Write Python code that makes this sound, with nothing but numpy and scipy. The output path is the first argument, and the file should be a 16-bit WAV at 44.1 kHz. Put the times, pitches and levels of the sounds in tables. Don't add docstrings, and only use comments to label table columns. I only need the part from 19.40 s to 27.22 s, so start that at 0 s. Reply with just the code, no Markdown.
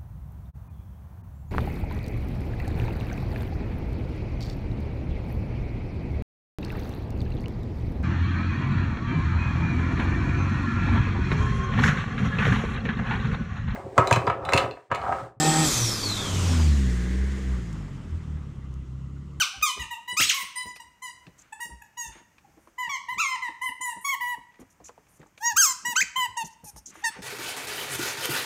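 import sys
import numpy as np
from scipy import signal
from scipy.fft import rfft, irfft
from scipy.io import wavfile
from scipy.ndimage import uniform_filter1d

SR = 44100
rng = np.random.default_rng(int(sys.argv[2]) if len(sys.argv) > 2 else 0)


def invert_db(x):
    u = np.asarray(x, float) / 20
    return 10 ** u


def store_wav(level_fs):
    pcm = np.round(np.clip(np.atleast_2d(level_fs), -1, 1) * 32767)
    wavfile.write(sys.argv[1], SR, pcm.T.astype(np.int16))


N = 344862
LONGEST = SR // 4
TOP_HZ = 15700

# frequency in Hz, level in dB per Hz.
HUSH_SPECTRUM = [(60, -4), (200, -6), (450, -16), (800, -14), (2300, -18), (4000, -32), (6400, -22),
                 (8000, -28), (15500, -33)]
HUSH_DB = -67.3

# from Hz, to Hz, time to fade by 60 dB in seconds, level in dB.
WALL_BANDS = [(720, 1275, 0.63, -0.5), (1500, 3760, 0.65, -3), (3680, 5790, 0.55, 1.5),
              (7500, 9840, 0.42, 3.5), (10500, 15000, .3, -3.5)]
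# time in seconds, room share in dB.
ROOM_SHARE = [(0, -6.5), (.8, -4), (1.1, -1.5), (1.6, -4.5), (3.4, -7), (4.4, -7), (4.8, -13), (6.1, -13),
              (7.0, -15), (7.7, -17)]

# start in seconds, length in seconds, low rub level in dB.
RUBS = [
    (0, 0.027, -66),
    (0.34, 0.044, -42),
    (0.775, 0.11, -37),
    (1.254, 0.06, -41),
    (1.855, 0.029, -42),
    (5.195, 0.035, -44),
    (6.415, 0.17, -36.5),
    (6.99, 0.043, -38.5),
    (7.456, 0.32, -45),
    (7.703, 0.18, -56),
]
RUB_FLOOR_DB = -70.5
# start in seconds, length in seconds, level in dB.
SCUFFS = [(1.843, 0.032, -78), (1.943, 0.18, -67.5), (2.703, 0.1, -58), (2.891, 0.12, -81),
          (3.27, 0.048, -80.5), (5.18, 0.048, -65.5), (5.421, 0.082, -75.5), (5.796, 0.018, -68.5),
          (5.862, 0.018, -83), (7.483, 0.19, -58), (7.545, 0.22, -60.5), (7.693, 0.11, -52)]

# start in seconds, level in dB, pitch in Hz.
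THUDS = [(0.157, -35.5, 60), (0.382, -29, 67.9), (0.797, -34, 110), (1.236, -49, 114), (1.445, -54, 65),
         (1.858, -52.5, 129), (2.304, -35.5, 61), (2.654, -38.5, 52.3), (3.712, -45.5, 121),
         (4.95, -56, 55.8), (5.411, -50.5, 70.8), (5.8, -54, 112), (6.125, -41.5, 102),
         (6.595, -45.5, 66.3), (6.871, -44.5, 104.6), (7.018, -70, 70.0), (7.226, -70.5, 129.7),
         (7.327, -40, 56.4)]
# start in seconds, level in dB, pitch in Hz.
KNOCKS = [(0.156, -64, 165), (0.367, -38, 403), (0.723, -40.5, 187), (0.797, -29, 269), (1.026, -48.5, 195),
          (1.253, -40, 198.4), (4.287, -44, 269), (6.3, -51, 296), (.004, -41.5, 105), (1.869, -41, 172.4),
          (2.252, -47.5, 187.6), (3.078, -57, 322), (3.17, -48, 321.5), (3.271, -52, 329),
          (3.474, -48, 154), (3.763, -44, 210), (4.089, -45, 311), (4.397, -53, 296), (4.561, -42, 194),
          (4.973, -46.5, 269), (5.191, -40.5, 224), (5.213, -41.5, 260), (5.822, -50, 300),
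          (2.29, -48.5, 324), (2.688, -52.5, 375), (2.752, -47.5, 344), (2.8, -54, 334.3),
          (7.757, -39, 400), (7.57, -47, 328), (5.402, -45, 307), (5.49, -50.5, 481), (5.576, -53, 430),
          (5.793, -41, 152), (5.859, -57, 313), (6.479, -42.5, 190), (6.617, -39, 173), (6.774, -47, 178),
          (7.036, -38, 169), (7.234, -40, 153), (7.359, -50, 187), (7.787, -34.5, 190)]
# start in seconds, level in dB,
# pitch in Hz.
TICKS = [(.213, -35.5, 3100), (.897, -36, 2980), (5.455, -51.5, 2464), (5.12, -58, 2520),
         (5.156, -54.5, 2400), (5.485, -47.5, 2536), (5.815, -48, 1950), (1.361, -38, 2530),
         (2.195, -48, 1400), (5.95, -69.5, 3190), (7.779, -46, 616), (1.867, -43, 2610),
         (2.982, -46.5, 2470), (3.173, -58, 814), (3.273, -45.5, 1077), (5.142, -50, 1940),
         (5.401, -49, 729), (5.493, -37.5, 867), (5.578, -44, 710), (5.666, -60, 2360), (5.829, -40, 853),
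         (5.861, -49, 870), (5.977, -41, 2350), (7.235, -51.5, 783), (7.361, -40.5, 800),
         (7.554, -40, 1194)]

# start in seconds, length in seconds, level in dB, top band in dB, peak in Hz.
SNIFFS = [(1.353, 0.0228, -53, -7.5, 4930), (1.977, 0.051, -60.5, -15, 6620),
          (2.435, 0.041, -70, -13, 6320), (3.187, 0.12, -93, 14, 6900), (4.606, 0.09, -76, 22, 7500),
          (5.194, 0.029, -68.5, 2, 6240), (5.298, 0.034, -73.5, 1.5, 6320), (5.439, 0.053, -57, -13, 6400),
          (5.681, 0.1, -74, 3.5, 6600), (5.792, 0.0099, -66, -14, 6640), (5.864, 0.012, -69, -16, 6600),
          (5.971, 0.057, -67, -3, 6530), (7.043, 0.039, -49.5, -6.5, 6200), (7.1, 0.046, -63, -15, 5950),
          (7.239, 0.066, -54, 4, 6040), (7.358, 0.037, -51, -4, 5840), (7.456, 0.057, -51.5, -25.5, 6380),
          (7.535, 0.096, -65.5, -2, 6200), (7.704, 0.13, -67.5, -20, 5550)]

# frequency in Hz, level in dB.
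BODY = [(700, 9), (1200, -4.5), (2000, -2), (3000, -5), (4000, -16.5), (5500, -31), (8000, -47.5)]
# frequency in Hz, level in dB.
WHISTLE = [(3500, -22.5), (4800, -12), (5800, -5), (6600, 2), (7600, -7), (8800, -13), (10000, -27)]
# frequency in Hz, level in dB.
TOP = [(8000, -15.5), (9500, -6), (10600, -3), (12000, -13), (14000, -9.5), (16000, -13.5)]

# start in seconds, length in seconds, peak pitch in Hz, closing pitch in Hz, level in dB.
FAR_BITES = [(0.128, 0.058, 790, 790, -55.5), (0.386, 0.065, 991, 920, -44),
             (0.501, 0.061, 976, 929, -37.5), (0.671, 0.074, 968, 999, -37), (0.929, 0.125, 1114, 986, -38),
             (1.149, 0.097, 1010, 983.5, -47.5), (1.247, 0.074, 992, 995, -47.5),
             (1.391, 0.027, 977, 973, -46), (1.613, 0.1, 1025, 971, -43.5), (2.118, 0.025, 889, 864, -41.5),
             (2.195, 0.075, 961, 940, -44.5), (2.412, 0.021, 869, 856, -51.5),
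             (2.565, 0.14, 978, 893, -43.5), (3.037, 0.036, 808, 797, -59.5)]
# start in seconds, length in seconds, peak pitch in Hz, closing pitch in Hz, level in dB.
NEAR_BITES = [(3.375, .116, 1018, 961, -34.5), (3.486, .096, 1149, 1040, -30.5),
              (3.678, 0.078, 1015, 1023, -34), (4.013, 0.086, 1037, 951, -35),
              (4.208, .098, 1035, 1002, -32), (4.402, 0.14, 1018, 951, -33),
              (4.799, 0.16, 996, 977.4, -31.5), (6.443, .1, 972, 973, -34), (6.752, 0.12, 1043, 989, -26),
              (6.962, 0.078, 960, 910.5, -28.5), (7.248, 0.064, 876, 823, -55),
              (7.632, 0.074, 956, 894, -35), (6.55, 0.014, 1063, 1040, -25.5),
              (7.372, 0.024, 874, 863, -57), (7.619, 0.027, 815, 840, -50)]
# rise to peak pitch in seconds, starting pitch as a share of the peak,
# share of the hold spent sagging, let-go pitch as a share of the closing pitch, fade in dB per second.
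FAR_GRIPS = [(0.021, .94, .9, 1, -100), (0.024, 0.94, 0.97, .9, -100), (0.012, 0.9, .9, .9, -100),
             (0.0053, 0.88, 1, .92, -100), (0.03, .93, .7, .92, -100), (.05, 0.96, .9, .97, -73.5),
             (0.0157, 0.94, 1, .92, -100), (0.021, 0.93, .9, .92, -100), (0.017, 0.92, .9, .96, -57),
             (.015, 0.94, 0.96, 0.92, -100), (0.014, .86, .9, .92, -64), (.007, .9, 1, .94, -100),
             (.01, .86, 0.9, .96, -68), (0.02, 1, .9, 0.92, -100)]
# rise to peak pitch in seconds, starting pitch as a share of the peak,
# share of the hold spent sagging, let-go pitch as a share of the closing pitch, fade in dB per second.
NEAR_GRIPS = [(.016, .94, .9, .84, -30), (.012, .9, 0.99, 0.85, -29), (.028, .85, .9, .82, -12),
              (0.0088, 0.88, 0.9, .85, -38), (0.027, 0.89, 1, .84, -30), (.016, 0.92, 0.9, .86, -40),
              (.015, 0.88, .25, .84, -8.5), (0.02, .93, .9, .82, 13), (0.024, 0.91, 0.7, 0.86, 0),
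              (0.016, .88, 0.83, .9, -50), (.018, .93, 0.6, 0.96, -35), (.017, .88, 0.45, .92, -60),
              (0.0032, 0.9, .9, 0.97, -37), (0.009, 0.99, .9, .92, -37), (.012, .95, .9, 1, 100)]
# second harmonic in dB, higher body harmonics in dB, whistle in dB, top band in dB.
FAR_JAWS = [(7, -7, -20, -4), (9.5, 12.5, -3.5, -15.5), (0.5, 4, -17, -1.5), (3, 2.5, -13, -1),
            (4.5, -2.5, -3, 2), (7.5, 8, -10, 3.5), (5.5, -3, -5, -6), (6, -1, -4.5, -15), (6, -3, -7, -9),
            (7.5, 1.5, -5, -21), (9.5, 2, -2, -7.5), (13.5, 9, 1, -0.5), (5, -1.5, -1, -9),
            (-25, -29, -45.5, -12.5)]
# second harmonic in dB, higher body harmonics in dB, whistle in dB, top band in dB.
NEAR_JAWS = [(5.5, -5, -20.5, -6), (3, -5, -13, -23), (3, -6, -22.5, -2.5), (6.5, -6, -22, -8),
             (4.5, -6.5, -25, 12), (3.5, -9, -11.5, -4), (3.5, -7.5, -31, 14), (5, -2, -3.5, -9),
             (-4, 0, -14, -11.5), (-11.5, -5, -11.5, -8), (-13, -11, -36, -10.5), (12.5, 2, -4.5, -5.5),
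             (8, -3, -5, -11), (-9, -20, -40.5, -10), (-16, -16, -38, -10)]
ATTACK_S, LET_GO_S = 0.008, 0.027
ATTACK_DB, LET_GO_DB, WHISTLE_FADE_DB = -12.5, -13, -0.5

# time in seconds, reed pitch in Hz, level in dB.
FAR_SQUEALS = [
    [(0, 1604, -31.5), (.01, 1517, -21), (.016, 1466, -21.5), (.024, 1241, -24.5), (.04, 1083, -38),
     (.05, 1030, -55.5), (0.07, 970, -59)],
    [(0.218, 1170, -30), (0.228, 1238, -19), (.246, 1218, -26), (0.256, 1193, -27.5), (.272, 1076, -32),
     (0.294, 1022, -36.5), (0.318, 985, -41.5), (0.33, 970, -61)],
    [(0.762, 940, -18), (0.773, 1193, -26), (0.8, 1366, -26), (0.824, 2750, -16), (0.846, 3930, -20.5),
     (0.888, 4144, -22), (0.899, 2913, -11), (0.91, 1597, -28.5), (0.928, 910, -41)],
]
# time in seconds, reed pitch in Hz, level in dB.
NEAR_SQUEALS = [
    [(3.773, 1003, -29.5), (3.786, 1180, -27), (3.804, 1377, -22), (3.822, 1215, -25), (3.854, 1076, -30.5),
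     (3.952, 1011, -33.5), (3.972, 850, -38.5)],
    [(4.639, 1057, -31.5), (4.65, 1107, -27), (4.669, 1130, -29.5), (4.69, 1087, -28.5), (4.709, 1123, -28),
     (4.738, 1028, -30), (4.76, 870, -41)],
    [(5.998, 794, -53), (6.018, 830, -47), (6.034, 917, -35), (6.068, 953, -31), (6.098, 947, -32),
     (6.122, 852, -38.5), (6.135, 808, -41.5)],
    [(6.156, 1097, -30), (6.166, 1188, -19), (6.184, 1597, -19), (6.193, 1581, -19), (6.207, 1630, -19),
     (6.226, 1406, -21.5), (6.248, 1266, -24.5), (6.268, 1088, -30), (6.336, 981, -38.5)],
    [(6.552, 1080, -26.5), (6.564, 1290, -20.5), (6.574, 1500, -20.5), (6.584, 1540, -18.5),
     (6.602, 1553, -21.5), (6.609, 1850, -17), (6.621, 2585, -15.5), (6.63, 1920, -23), (6.638, 1700, -44)],
]
# second harmonic in dB, higher body harmonics in dB,
# whistle at the start in dB, whistle at the end in dB, top band in dB.
SQUEAL_JAWS = [(5.5, 9, -2.5, -3, -26.5), (0, 8, -6, -3.5, -5.5), (5.5, 3, -7, -11.5, -8.5),
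               (1, -4.5, -11.5, -14, -32), (3, -6, -12.5, -19.5, 6.5), (4.5, -14, -3.5, -6.5, -11.5),
               (-12.5, -9, 4.5, 7, -17), (-3.5, -4.5, 1.5, -8.5, -57)]
# change around 4.6 kHz
# in dB, change around 9 kHz in dB.
MUFFLES = [(1.5, -9), (-10.5, 3), (-10.5, 0.5), (3, 7.5), (-9, -6), (5, 7), (-8, -5), (-4, 6.5), (2, 3.5),
           (-11, 4), (-7, 5), (-22, -8), (-3, -0.5), (-5, 4), (-3, -1), (1.5, -5), (-2.5, -5), (-2.5, 1),
           (-6.5, 2.5), (-13, 6), (-6.5, 1), (-7, -1.5), (-8, 0.5), (-7, 2.5), (-7.5, -3), (6, 3.5),
           (10, 12), (-3, -3), (0, 0), (-3.5, -8), (-1.5, -4), (4, -1), (-2, -6), (-3.5, -10.5), (-1.5, -2),
           (-6, -7.5), (-0.5, -8.5)]


def contour(points, hz):
    f, db = np.transpose(points)
    return np.interp(np.log(hz), np.log(f), db)


def band(x, lo_hz, hi_hz, order=2):
    sos = signal.butter(order, [lo_hz, min(hi_hz, .45 * SR)], "band", fs=SR, output="sos")
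    y = signal.sosfilt(sos, x)
    return y / np.sqrt(np.mean(y ** 2))


def walk(rate, size=N):
    k = int(SR / rate)
    steps = np.repeat(rng.standard_normal(size // k + 1), k)
    return 1.3 * uniform_filter1d(uniform_filter1d(steps, k), k)[:size]


def add(out, s, sound):
    i = int(s * SR)
    out[i:i + len(sound)] += sound[:N - i]


def puff(length, edge_s):
    t = np.arange(LONGEST) / SR
    trail = invert_db(-60 * np.maximum(t - length + edge_s, 0) / (9 * edge_s))
    return np.minimum(t / edge_s, 1) ** 2 * trail


def hush():
    hz = np.maximum(np.arange(N // 2 + 1) * SR / N, 15)
    air = irfft(rfft(rng.standard_normal(N)) * invert_db(contour(HUSH_SPECTRUM, hz)), N)
    return invert_db(HUSH_DB + 1.1 * walk(5)) * air / np.std(air)


def echoes():
    t = np.arange(SR * 2 // 3) / SR
    tail = np.zeros(len(t))
    for lo, hi, t60, db in WALL_BANDS:
        noise = band(rng.standard_normal(len(t)), lo, hi)
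        tail += invert_db(db - 60 * t / t60) * np.sqrt(hi - lo) * noise
    tail = tail * (1 + 2.0 * invert_db(-60 * t / 0.15))
    return tail * np.clip((t - .003) / 0.0091, 0, 1) / 5000


def rug():
    grains = rng.standard_normal(N) * invert_db(4.0 * rng.exponential(size=N))
    rub = np.full(N, invert_db(RUB_FLOOR_DB))
    for s, length, db in RUBS:
        add(rub, s, invert_db(db) * puff(length, edge_s=0.023))
    out = rub * invert_db(-17.5 + 2.0 * walk(25.0)) * band(grains, 150, 370)
    for s, length, db in SCUFFS:
        grain_db = 0.34 * rng.exponential(size=LONGEST) + 1.4 * walk(57.0, size=LONGEST)
        fibres = rng.standard_normal(LONGEST) * invert_db(grain_db)
        add(out, s, invert_db(db) * puff(length, edge_s=.22 * length) * band(fibres, 1000, 2600))
    return out


def blows(events, rise_s, t60, rough):
    out, t = np.zeros(N), np.arange(SR // 2) / SR
    for s, db, hz in events:
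        rattle = band(rng.standard_normal(len(t)), 0.077 * hz, 2.11 * hz)
        ring = np.sin(2 * np.pi * hz * t) + rough * rattle
        add(out, s, invert_db(db - 60 * t / t60) * (1 - np.exp(-t / rise_s)) * ring)
    return out


def ticks():
    out, t = np.zeros(N), np.arange(4000) / SR
    for s, db, hz in TICKS:
        crack = 0.2 * invert_db(-60 * t / 0.006) * band(rng.standard_normal(len(t)), 500, 6000)
        scuff = 0.37 * invert_db(-60 * t / 0.052) * band(rng.standard_normal(len(t)), 310, 1.35 * hz)
        ring = invert_db(-60 * t / .016) * np.sin(2 * np.pi * hz * t)
        add(out, s, invert_db(db) * np.minimum(t * 1000, 1) * (crack + scuff + ring))
    return out


def nose():
    out = np.zeros(N)
    for s, length, db, top_db, hz in SNIFFS:
        air = rng.standard_normal((3, LONGEST))
        peak = invert_db(3.9 * walk(106, size=LONGEST)) * band(air[0], 0.902 * hz, 1.16 * hz, order=3)
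        fine = band(air[1], 8740, 10400) + .5 * band(air[1], 12000, 13000)
        top = invert_db(top_db + 1.1 * walk(79, size=LONGEST)) * fine
        wide = invert_db(-9.0) * band(air[2], 3800, 10000)
        add(out, s, invert_db(db) * puff(length, edge_s=0.0048) * (peak + top + wide))
    return out


def bite(row, grip):
    s, length, peak_hz, end_hz, db = row
    rise_s, start, sag, let_go, fade_db = grip
    rise_s = min(rise_s, 0.95 * length)
    hold_s = length - min(LET_GO_S, length / 3)
    attack_s = min(ATTACK_S, rise_s / 2)
    sagged_s = rise_s + np.clip(sag, .05, .98) * (hold_s - rise_s)
    end_db = db + fade_db * length
    return [(s, start * peak_hz, db + ATTACK_DB),
            (s + attack_s, peak_hz * (1 + start) / 2, db),
            (s + rise_s, peak_hz, db),
            (s + sagged_s, end_hz, db + fade_db * sagged_s),
            (s + hold_s, end_hz, db + fade_db * hold_s),
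            (s + (length + hold_s) / 2, (2 + let_go) / 3 * end_hz, end_db + LET_GO_DB / 3),
            (s + length, let_go * end_hz, end_db + LET_GO_DB)]


def bites():
    plain = [bite(row, grip) for row, grip in zip(FAR_BITES + NEAR_BITES, FAR_GRIPS + NEAR_GRIPS)]
    jaws = [(second, higher, whistle, whistle + WHISTLE_FADE_DB, top)
            for second, higher, whistle, top in FAR_JAWS + NEAR_JAWS]
    colours = [jaw + muffle for jaw, muffle in zip(jaws + SQUEAL_JAWS, MUFFLES)]
    return zip(plain + FAR_SQUEALS + NEAR_SQUEALS, colours)


def squeak(rows, second_db, third_db, whistle_from_db, whistle_to_db, top_db, mid_db, high_db):
    s, hz, db = np.transpose(rows)
    t = np.arange(LONGEST) / SR
    length = s[-1] - s[0]
    sounding = s[0] <= 0
    db[0], db[-1] = min(db[0], db[1]), min(db[-1], db[-2])
    hz = uniform_filter1d(np.interp(t + s[0], s, hz), 180)
    hz = hz * (1 + 0.0029 * walk(57.7, size=LONGEST))
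    hz = hz * (1 + .0022 * (hz / 1000) ** 1.7 * walk(300, size=LONGEST))
    k = np.arange(1, 20)[:, None]
    harmonic_hz = k * hz

    slapping = np.clip(np.minimum(t / .016, (length + .002 - t) / .014), 0, 1)
    whistle = invert_db(np.interp(t, [0, length], [whistle_from_db, whistle_to_db])) * slapping
    share = invert_db(contour(BODY, harmonic_hz) + second_db * (k == 2) + third_db * (k > 2))
    share = share * invert_db(-9 * np.clip(hz / 1500 - 1, 0, 1) * (k > 1))
    share = share + whistle * (invert_db(contour(WHISTLE, harmonic_hz)) + invert_db(contour(TOP, harmonic_hz) + top_db))
    mid = mid_db * np.exp(-(np.log(harmonic_hz / 4600) / 0.31) ** 2)
    high = high_db * np.exp(-(np.log(harmonic_hz / 9000) / 0.22) ** 2)
    share = share * invert_db(mid + high)
    overtones = np.clip(np.minimum(t / .007 + sounding, (length + .003 - t) / .014), .1, 1)
    share = share * np.where(k > 1, overtones, 1)
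    wander = np.array([walk(42, size=LONGEST) for _ in k])
    shade = invert_db(wander * (1.0 + 1.9 * np.log(k)))

    waves = np.sin(k * np.cumsum(2 * np.pi * hz / SR) + 1.0 * k)
    tone = np.sum(share * shade * (harmonic_hz < TOP_HZ) * waves, axis=0)
    leak = invert_db(-40) * np.minimum(hz / 1000, 1.7) ** 2.2
    hiss = leak * band(rng.standard_normal(LONGEST), 1500, 15000)
    fade = np.clip(np.minimum(t / .012 + sounding, (length + .006 - t) / .016), 0, 1) ** 2
    return invert_db(np.interp(t + s[0], s, db)) * fade * (tone + hiss)


def ball():
    out = np.zeros(N)
    add(out, 0, invert_db(-3.0) * echoes()[600:])
    there = echoes()
    for rows, colour in bites():
        start_s = rows[0][0]
        room_db = np.interp(start_s, *np.transpose(ROOM_SHARE))
        sound = squeak(rows, *colour)
        add(out, start_s, sound)
        spots = np.array([there, echoes()])
        there = spots[1]
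        tails = signal.fftconvolve(sound[None], spots, axes=1)
        turn = 1.4 * walk(12, size=tails.shape[1])
        add(out, start_s, invert_db(room_db) * (np.cos(turn) * tails[0] + np.sin(turn) * tails[1]))
    return out


def scene():
    knocks = blows(KNOCKS, rise_s=0.0059, t60=0.095, rough=0.77)
    thuds = blows(THUDS, rise_s=0.025, t60=0.21, rough=0.64)
    small = nose() + rug() + ticks() + knocks + thuds
    small_in_room = invert_db(-18.5) * signal.fftconvolve(small, echoes())[:N]
    return (ball() + small + small_in_room + hush())[None]


def top_cut(x):
    return signal.sosfilt(signal.butter(12, 15760, fs=SR, output="sos"), x)


def record(dry):
    dry = signal.sosfilt(signal.butter(5, 42, "high", fs=SR, output="sos"), dry)
    dry = signal.lfilter(*signal.iirnotch(10500, 9, fs=SR), dry) * 0.82 + dry * 0.52
    dry = .55 * np.tanh(dry / .55)
    dry = signal.sosfilt(signal.ellip(8, .2, 70, TOP_HZ - 40, fs=SR, output="sos"), dry)
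    return top_cut(dry)


dry = scene()
out = record(dry)
store_wav(out)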